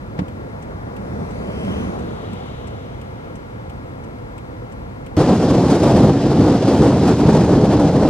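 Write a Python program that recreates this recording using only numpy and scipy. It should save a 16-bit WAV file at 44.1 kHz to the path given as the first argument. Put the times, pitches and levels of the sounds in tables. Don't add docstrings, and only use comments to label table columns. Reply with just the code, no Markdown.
import sys
import numpy as np
from scipy import signal
from scipy.fft import rfft, irfft, next_fast_len
from scipy.io import wavfile
from scipy.ndimage import uniform_filter1d, map_coordinates

SR = 44100
rng = np.random.default_rng(int(sys.argv[2]) if len(sys.argv) > 2 else 0)


def voltage_ratio(level):
    return 10 ** (np.asarray(level, float) / 20)


def inscribe(sig):
    pcm = np.round(np.clip(np.atleast_2d(sig).T, -1, 1) * 32767)
    wavfile.write(sys.argv[1], SR, pcm.astype(np.int16))


N = 357077

# freq_hz, density_db_per_hz
CAR_RUMBLE = [(12, -48), (20, -28), (47, -4), (70, 1.5), (102, -2), (134, -4.5), (201, 2.5), (331, -9.5),
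              (400, -9.5), (520, -21), (880, -120)]
CAR_ROAR = [(180, -22), (300, -3), (335, -3), (450, 2.5), (803, -6), (876, -9), (1100, -8.5), (1390, -15.5),
            (2000, -23), (2600, -55), (4400, -120)]
SNOW_SPRAY = [(1200, -37), (2000, -0.5), (2700, -5.5), (2950, -15), (3150, -9), (3450, -10.5), (4300, -9.5),
              (5200, -10.5), (6400, -11.5), (7600, -17), (9600, -16), (11000, -21), (14000, -30)]
SNOW_CRUNCH = [(940, -34), (1600, -12), (2120, 2), (2640, -3.5), (2910, 0), (3890, -4.5), (4350, -14),
               (5720, -16), (6360, -16), (7120, -19.5), (11000, -25), (14300, -56), (22000, -120)]
IDLE_DRONE = [(12, -50), (28, -24), (45, -3.5), (75, -4), (112, 0.5), (165, -7.5), (225, -8), (330, -12),
              (415, -17.5), (495, -11), (590, -19.5), (950, -20.5), (1230, -27), (1380, -24.5),
              (1500, -33.5), (2000, -36), (2600, -63), (4400, -120)]
STREET_HISS = [(940, -31), (1600, -6), (1870, -9.5), (2120, -1), (2350, -6), (2960, -11.5), (3660, -13),
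               (4570, -15), (14000, -27.5), (16000, -34)]
KNOCK_CRACK = [(400, -120), (700, 8), (1500, -3.5), (3200, -10), (6000, -19), (12000, -37), (16000, -35)]
WIND_BUFFET = [(12, -54), (20, -28), (69, -8.5), (141, 1), (285, -2.5), (400, -13), (520, -11), (880, -120)]
WIND_RUSH = [(160, -41.5), (280, 0.5), (793, -10.5), (1900, -33), (2470, -54), (4180, -120)]
WIND_HISS = [(820, -9), (1400, -4), (2050, -7), (4940, -9.5), (8000, -23), (10400, -44), (17600, -120)]
WIND_FIZZ = [(3820, -17), (6500, -3.5), (9370, -8.5), (15100, -28), (16000, -41)]
STEADY_AIR = [(6000, -20), (11000, 0), (16000, -2)]
# freq_hz, gain_db
FAR_PORT_SHADE = [(3000, 1), (6200, -5), (7900, -0.5), (9200, -4), (15000, -5)]

# freq_hz, likeness_0_1, left_lead_rad,
# left_over_right_db
PARKED_PORTS = [(60, 0.98, .15, 0.5), (170, 0.83, 0.38, -2.1), (350, 0.99, 1.4, -3), (600, 0.73, 2.22, 2),
                (850, 1, 2.34, 5), (1050, 0.91, 1.93, 8.5), (1260, 0.57, 2.06, 4), (1550, 0.92, 2.7, 1.3),
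                (2050, 0.53, 3.4, 3), (3000, 0.62, 3.6, 0.5), (4500, 0.6, 4, .5), (7000, 0, 4.3, 1),
                (15000, .05, 5.2, 2)]
IN_LINE_PORTS = [(2000, .6, 2.7, 1), (2700, .72, 2.85, 0), (2950, .975, 3.13, 0), (3150, .975, 3.17, 0),
                 (3450, .68, 3.5, 0), (4200, .52, 3.8, 1), (6000, .4, 4.4, 1), (8000, .3, 5.5, 2.5),
                 (12000, .2, 9, 1)]
SCATTERED_PORTS = [(2000, 0.51, 2.6, 1), (6000, 0.32, 4, 1), (12000, .2, 9, 1)]
LEAVING_PORTS = [(1600, 0.35, 1.7, 0), (2100, 0.33, 2.2, -1), (2800, 0.33, 1.9, 7), (3700, .6, 1.9, 7),
                 (4600, 0.78, 3, 1), (6500, .4, 3.5, 6), (10000, .15, 6, -1)]
OPEN_WINDOW_PORTS = [(200, 1, 0, 0), (380, .9995, 0, 0), (700, .992, 0, 0), (1300, .96, .03, 0),
                     (2500, 0.81, 0.05, -.2), (3300, .5, .5, -.2), (5000, 0.72, 1.54, 0.5), (7000, 0.35, 2.1, 2),
                (10500, 0.49, 3.4, 4), (13600, .52, 2.8, 4), (16000, .2, 1, -3)]

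# freq_hz, width_hz, gain_db
RELAY_CLOSING_MODES = [(2430, 340, 10), (3200, 550, 5), (4460, 600, -2.5), (6000, 1600, -6), (8000, 670, 2),
                       (9000, 1000, -5), (10800, 1800, -10), (13000, 2200, -12)]
RELAY_OPENING_MODES = [(2000, 520, 3), (2950, 300, 5), (4500, 1400, -7), (6200, 1300, -1), (7950, 500, 3),
                       (9300, 1600, -9), (12000, 2800, -14)]
PANEL_MODES = [(85, 39, -3.5), (181, 50, 0.5), (300, 29, -5), (427, 80, -17)]

# abreast_db, loss_over_inverse_law, nearing_boost_db, lead_m
RUMBLE_LAYER = (-27.5, 1.45, 5, 0.05)
ROAR_LAYER = (-35, 1.15, 3.5, .1)
SPRAY_LAYER = (-54, 2.5, 11.5, 0.3)
CRUNCH_LAYER = (-55.5, 2.5, -15.5, -0.4)
# time_s, lag_ms
SNOW_PATH_LAG = [(0, .55), (1.2, 0.54), (1.55, 0.38), (2, 0.28), (2.4, 0.28), (3.2, 0.34), (5.2, .4)]
# start_s, thud_db, crack_db
KNOCK_HITS = [
    (0.178, -34, -42),
    (0.1898, -5, -28.5),
    (.196, -15, -49),
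    (0.2057, -12, -50),
    (0.2168, -6.5, -60),
]

# time_s, strength_db, exposure_db
WIND_COURSE = [(5.18, -11, 1.5), (5.67, -13.5, 1.5), (6.07, -9.5, -2), (6.21, -17, 0), (6.49, -9.5, -1),
               (6.61, -19, 1.5), (6.74, -11, 1.5), (7.74, -11.5, -0.5), (8.09, -13.5, -1.5)]
# level_db, strength_swing, exposure_swing, lull_share
BUFFET_LAYER = (-0.56, 1.12, -.3, .75)
RUSH_LAYER = (-5, .95, .4, 1.1)
HISS_LAYER = (-23.5, 0.38, .8, 0.36)
FIZZ_LAYER = (-39, 0.88, 1.3, .15)
# time_s, change_db, half_width_s
WIND_LULLS = [(5.26, -3, 0.018), (5.31, 2, .03), (5.38, -6.5, 0.03), (5.79, -3.5, 0.019),
              (6.78, -4.5, 0.019), (6.84, 2, .04), (7.0, -4.5, 0.024), (7.17, -8, 0.026), (7.46, -3, .025),
              (7.93, -2.5, 0.031)]
# peak_s, gain_db, fade_s
WIND_FLARES = [(5.2, 2, .05), (5.7, 4.5, 0.22), (5.88, 2.5, .06), (5.97, 4, 0.064), (6.38, 2.5, .1),
               (6.7, 1.5, 0.066), (7.06, 2.5, 0.14), (7.35, 4.5, 0.057), (7.52, 0.5, 0.044), (7.71, 2, .05)]
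# peak_s, jump_db, fade_s
AIR_SLAPS = [(5.538, -1, 0.014), (5.72, 5, 0.011), (6.109, -1, 0.018), (7.0, -7, 0.013), (7.295, 6, 0.0083),
             (7.35, 4, 0.037), (7.533, 2.5, 0.014), (7.933, 5, 0.039), (8.025, 6.5, 0.021)]
# start_s, level_db
ICE_FLAKES = [
    (6.2165, -32),
    (8.043, -33),
]

PASS_S, SPEED_M_S, LANE_M = 2.0, 10.0, 4.97
IN_LINE_S, IN_LINE_WIDTH_S = 1.63, 0.25
SNOW_PATH_SHARE = 0.26
FIRST_TICK_S, TICK_GAP_S, TICKS = 0.2835, 0.34147, 15
TICK_DB, TICK_PAN_DB, TICK_SCATTER_DB = -45.7, 3.3, 1
FLARE_RISE_S, SLAP_RISE_S = 0.0099, 0.0031
AIR_DB = -77
CUT_S, CUT_JUMP = 5.1674, -0.17
CEILING, KNEE, TOP_HZ = 0.83, 6, 15790


def unit(x):
    return x / np.sqrt(np.mean(x ** 2) + 1e-20)


def along(points, hz):
    f, *cols = np.transpose(points)
    return [np.interp(np.log(hz + 1), np.log(f + 1), c) for c in cols]


def curves(rows):
    s, *cols = np.transpose(rows)
    return [np.interp(np.arange(N) / SR, s, c) for c in cols]


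def wobble(rate_hz):
    knots = rng.standard_normal(int(N * rate_hz / SR) + 4)
    return map_coordinates(knots, [np.arange(N) * rate_hz / SR])


def filtered(x, response):
    m = next_fast_len(N + 8192)
    return irfft(rfft(x, m) * response(np.fft.rfftfreq(m, 1 / SR)), m)[..., :N]


def resonances(modes):
    def response(f):
        total = 0
        for k, (centre_hz, width_hz, db) in enumerate(modes):
            damping = 1j * f * width_hz
            total = total + (-1) ** k * voltage_ratio(db) * damping / (centre_hz ** 2 - f * f + damping)
        return total
    return response


def patches(patchy_db):
    z = signal.stft(rng.standard_normal((2, N)), nperseg=512)[2]
    field = uniform_filter1d(rng.standard_normal(z.shape[1:]), 6, 0)
    field = uniform_filter1d(field, 10, 1)
    return signal.istft(z * voltage_ratio(patchy_db * unit(field)), nperseg=512)[1][:, :N]


def grains(per_s, spread_db):
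    hit = rng.random((2, N)) < per_s / SR
    strength = voltage_ratio(spread_db * np.minimum(rng.exponential(1, (2, N)), 3))
    return unit(hit * rng.standard_normal((2, N)) * strength)


def at_ports(pair, spectrum, ports):
    m = next_fast_len(N + 8192)
    hz = np.fft.rfftfreq(m, 1 / SR)
    alike, lead_rad, balance_db = along(ports, hz)
    turn = np.arccos(np.clip(alike, 0, 1)) / 2
    left = voltage_ratio(balance_db / 2) * np.exp(0.5j * lead_rad)
    right = voltage_ratio(-balance_db / 2) * np.exp(-0.5j * lead_rad)
    summed = np.hypot(np.cos(turn) * abs(left + right), np.sin(turn) * abs(left - right))
    gain = voltage_ratio(along(spectrum, hz)[0]) / summed
    a, b = rfft(pair, m) * [np.cos(turn), np.sin(turn)] * gain
    out = irfft([left * (a + b), right * (a - b)], m)[:, :N]
    return out / np.sqrt(np.mean(out.mean(0) ** 2))


def burst(out, s, db, t60, attack):
    t = np.arange(SR // 10) / SR
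    noise = rng.standard_normal((2, len(t))) - 0.71 * np.outer([1, -1], rng.standard_normal(len(t)))
    shaped = voltage_ratio(db - 60 * t / t60) * (1 - np.exp(-t / attack)) * noise
    return out + np.pad(shaped, ((0, 0), (round(s * SR), N)))[:, :N]


def passing(level_db, loss, ahead_db, lead_m):
    along_m = SPEED_M_S * (np.arange(N) / SR - PASS_S) + lead_m
    away_m = np.hypot(LANE_M, along_m)
    return level_db - loss * 20 * np.log10(away_m / LANE_M) - ahead_db * along_m / away_m


def off_snow(x, share):
    late = np.arange(N) - curves(SNOW_PATH_LAG)[0] * SR / 1000
    reflected = np.array([np.interp(late, np.arange(N), port) for port in x])
    return (x + share * reflected) / np.hypot(1, share)


def street():
    drone = voltage_ratio(-33.0) * at_ports(patches(0.39), IDLE_DRONE, PARKED_PORTS)
    return drone + voltage_ratio(-57) * at_ports(patches(0.3), STREET_HISS, PARKED_PORTS)


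def car():
    ruts = wobble(5.93)
    rumble_db = passing(*RUMBLE_LAYER) + 1.1 * ruts
    roar_db = passing(*ROAR_LAYER) + 0.27 * ruts + 0.7 * wobble(12)
    spray_db = passing(*SPRAY_LAYER) + 0.7 * ruts
    crunch_db = passing(*CRUNCH_LAYER) + 0.39 * ruts
    rumble = voltage_ratio(rumble_db) * at_ports(patches(2.0), CAR_RUMBLE, PARKED_PORTS)
    roar = voltage_ratio(roar_db) * at_ports(patches(1.37), CAR_ROAR, PARKED_PORTS)
    thrown = patches(1.1) + 0.3 * grains(4000, 3)
    in_line = np.exp(-((np.arange(N) / SR - IN_LINE_S) / IN_LINE_WIDTH_S) ** 4)
    spray = in_line * at_ports(thrown, SNOW_SPRAY, IN_LINE_PORTS)
    spray = spray + (1 - in_line) * at_ports(thrown, SNOW_SPRAY, SCATTERED_PORTS)
    crushed = patches(0.68) + 0.37 * grains(2500, 3)
    crunch = voltage_ratio(crunch_db) * at_ports(crushed, SNOW_CRUNCH, LEAVING_PORTS)
    return rumble + roar + off_snow(voltage_ratio(spray_db) * spray + crunch, SNOW_PATH_SHARE)


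def knock():
    pushes, cracks = np.zeros(N), np.zeros((2, N))
    for s, thud_db, crack_db in KNOCK_HITS:
        pushes[round(s * SR)] = voltage_ratio(thud_db + 38.0)
        cracks = burst(cracks, s, crack_db + 16.5, t60=0.046, attack=0.00087)
    thud = filtered(pushes, lambda hz: resonances(PANEL_MODES)(hz) / (1 + 1j * hz / 900) ** 2)
    crack = filtered(cracks, lambda hz: voltage_ratio(along(KNOCK_CRACK, hz)[0]) * [1 + 0 * hz, 1 / (1 + hz / 9000)])
    return thud * voltage_ratio([[-1.5], [1.5]]) + crack


def ticks_of(first):
    k = np.arange(first, TICKS, 2)
    chance = rng.standard_normal((len(k), 2))
    peak_db = TICK_DB + TICK_SCATTER_DB * chance[:, 0]
    return zip(FIRST_TICK_S + TICK_GAP_S * k, peak_db, TICK_PAN_DB + 3 * chance[:, 1])


def relay():
    closing, opening = np.zeros((2, 2, N))
    sides = np.array([[0.25], [-0.25]])
    for s, db, pan_db in ticks_of(0):
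        closing = burst(closing, s - 0.002, db + 10 + pan_db * sides, t60=0.047, attack=0.00055)
    for s, db, pan_db in ticks_of(1):
        opening = burst(opening, s - 0.003, db + 9 + pan_db * sides, t60=0.057, attack=0.002)
    ticks = filtered(closing, resonances(RELAY_CLOSING_MODES))
    ticks = ticks + filtered(opening, resonances(RELAY_OPENING_MODES))
    return filtered(ticks, lambda hz: voltage_ratio(np.outer([0, 1], along(FAR_PORT_SHADE, hz)[0])))


def wind_levels(t):
    strength_db, exposed_db = curves(WIND_COURSE)
    usual_db = np.mean(WIND_COURSE, 0)[1]
    lull_db = sum(db * np.exp(-((t - s) / width) ** 2) for s, db, width in WIND_LULLS)
    for s, db, fade in WIND_FLARES:
        exposed_db = exposed_db + db * np.exp(np.minimum((t - s) / FLARE_RISE_S, (s - t) / fade))
    return [usual_db + db + swing * (strength_db - usual_db) + facing * exposed_db + drops * lull_db
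            for db, swing, facing, drops in (BUFFET_LAYER, RUSH_LAYER, HISS_LAYER, FIZZ_LAYER)]


def wind():
    t = np.arange(N) / SR
    buffet_db, rush_db, hiss_db, fizz_db = wind_levels(t)
    ports = OPEN_WINDOW_PORTS
    eddy, flutter = wobble(22), wobble(60) + 1.04 * wobble(170)
    puffs = filtered(grains(110, 2.1)[0] ** 2, lambda hz: 1 / (1 + 1j * hz / 16) / (1 + 1j * hz / 70))
    puffs = unit(puffs)
    puffs = np.clip(puffs - puffs.mean(), -2.5, 2.5)
    slaps_db = sum(db * np.clip((t - s) / SLAP_RISE_S + 1, 0, 1) * np.exp(-abs(t - s) / fade)
                   for s, db, fade in AIR_SLAPS)
    buffet_db = buffet_db + 0.53 * eddy
    rush_db = rush_db + 0.37 * eddy + 1.18 * puffs + 0.88 * flutter + slaps_db
    hiss_db = hiss_db + 0.66 * eddy + 0.77 * puffs + 0.64 * flutter + 0.23 * slaps_db
    fizz_db = fizz_db + 0.5 * eddy + 1.0 * puffs + 1.45 * flutter + 0.33 * slaps_db
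    buffet = voltage_ratio(buffet_db) * at_ports(patches(0.47), WIND_BUFFET, ports)
    rush = voltage_ratio(rush_db) * at_ports(patches(0.52), WIND_RUSH, ports)
    hiss = voltage_ratio(hiss_db) * at_ports(patches(0.53), WIND_HISS, ports)
    fizz = voltage_ratio(fizz_db) * at_ports(patches(0.55), WIND_FIZZ, ports)
    air = voltage_ratio(AIR_DB) * at_ports(patches(0.3), STEADY_AIR, ports)
    return buffet + rush + hiss + fizz + air


def flakes():
    hits = np.zeros(N)
    for s, db in ICE_FLAKES:
        hits[round(s * SR)] = voltage_ratio(db)
    bright = filtered(hits, lambda hz: (1j * hz / 6000 / (1 + 1j * hz / 6000)) ** 2)
    return bright * voltage_ratio([[2.5], [-2.5]])


def scene():
    since_s = np.arange(N) / SR - CUT_S
    roadside = street() + car() + knock() + relay()
    gusts = wind() + flakes()
    step = CUT_JUMP - gusts[:, [round(CUT_S * SR)]]
    gusts = gusts + step * np.exp(-abs(since_s) / 0.0011)
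    return np.where(since_s < 0, roadside, gusts)


def low_pass(x):
    return signal.sosfilt(signal.butter(12, 16550, fs=SR, output="sos"), x)


def record(dry):
    held = dry / (1 + abs(dry / CEILING) ** KNEE) ** (1 / KNEE)
    limited = filtered(held, lambda hz: hz < TOP_HZ)
    return low_pass(limited)


dry = scene()
out = record(dry)
inscribe(out)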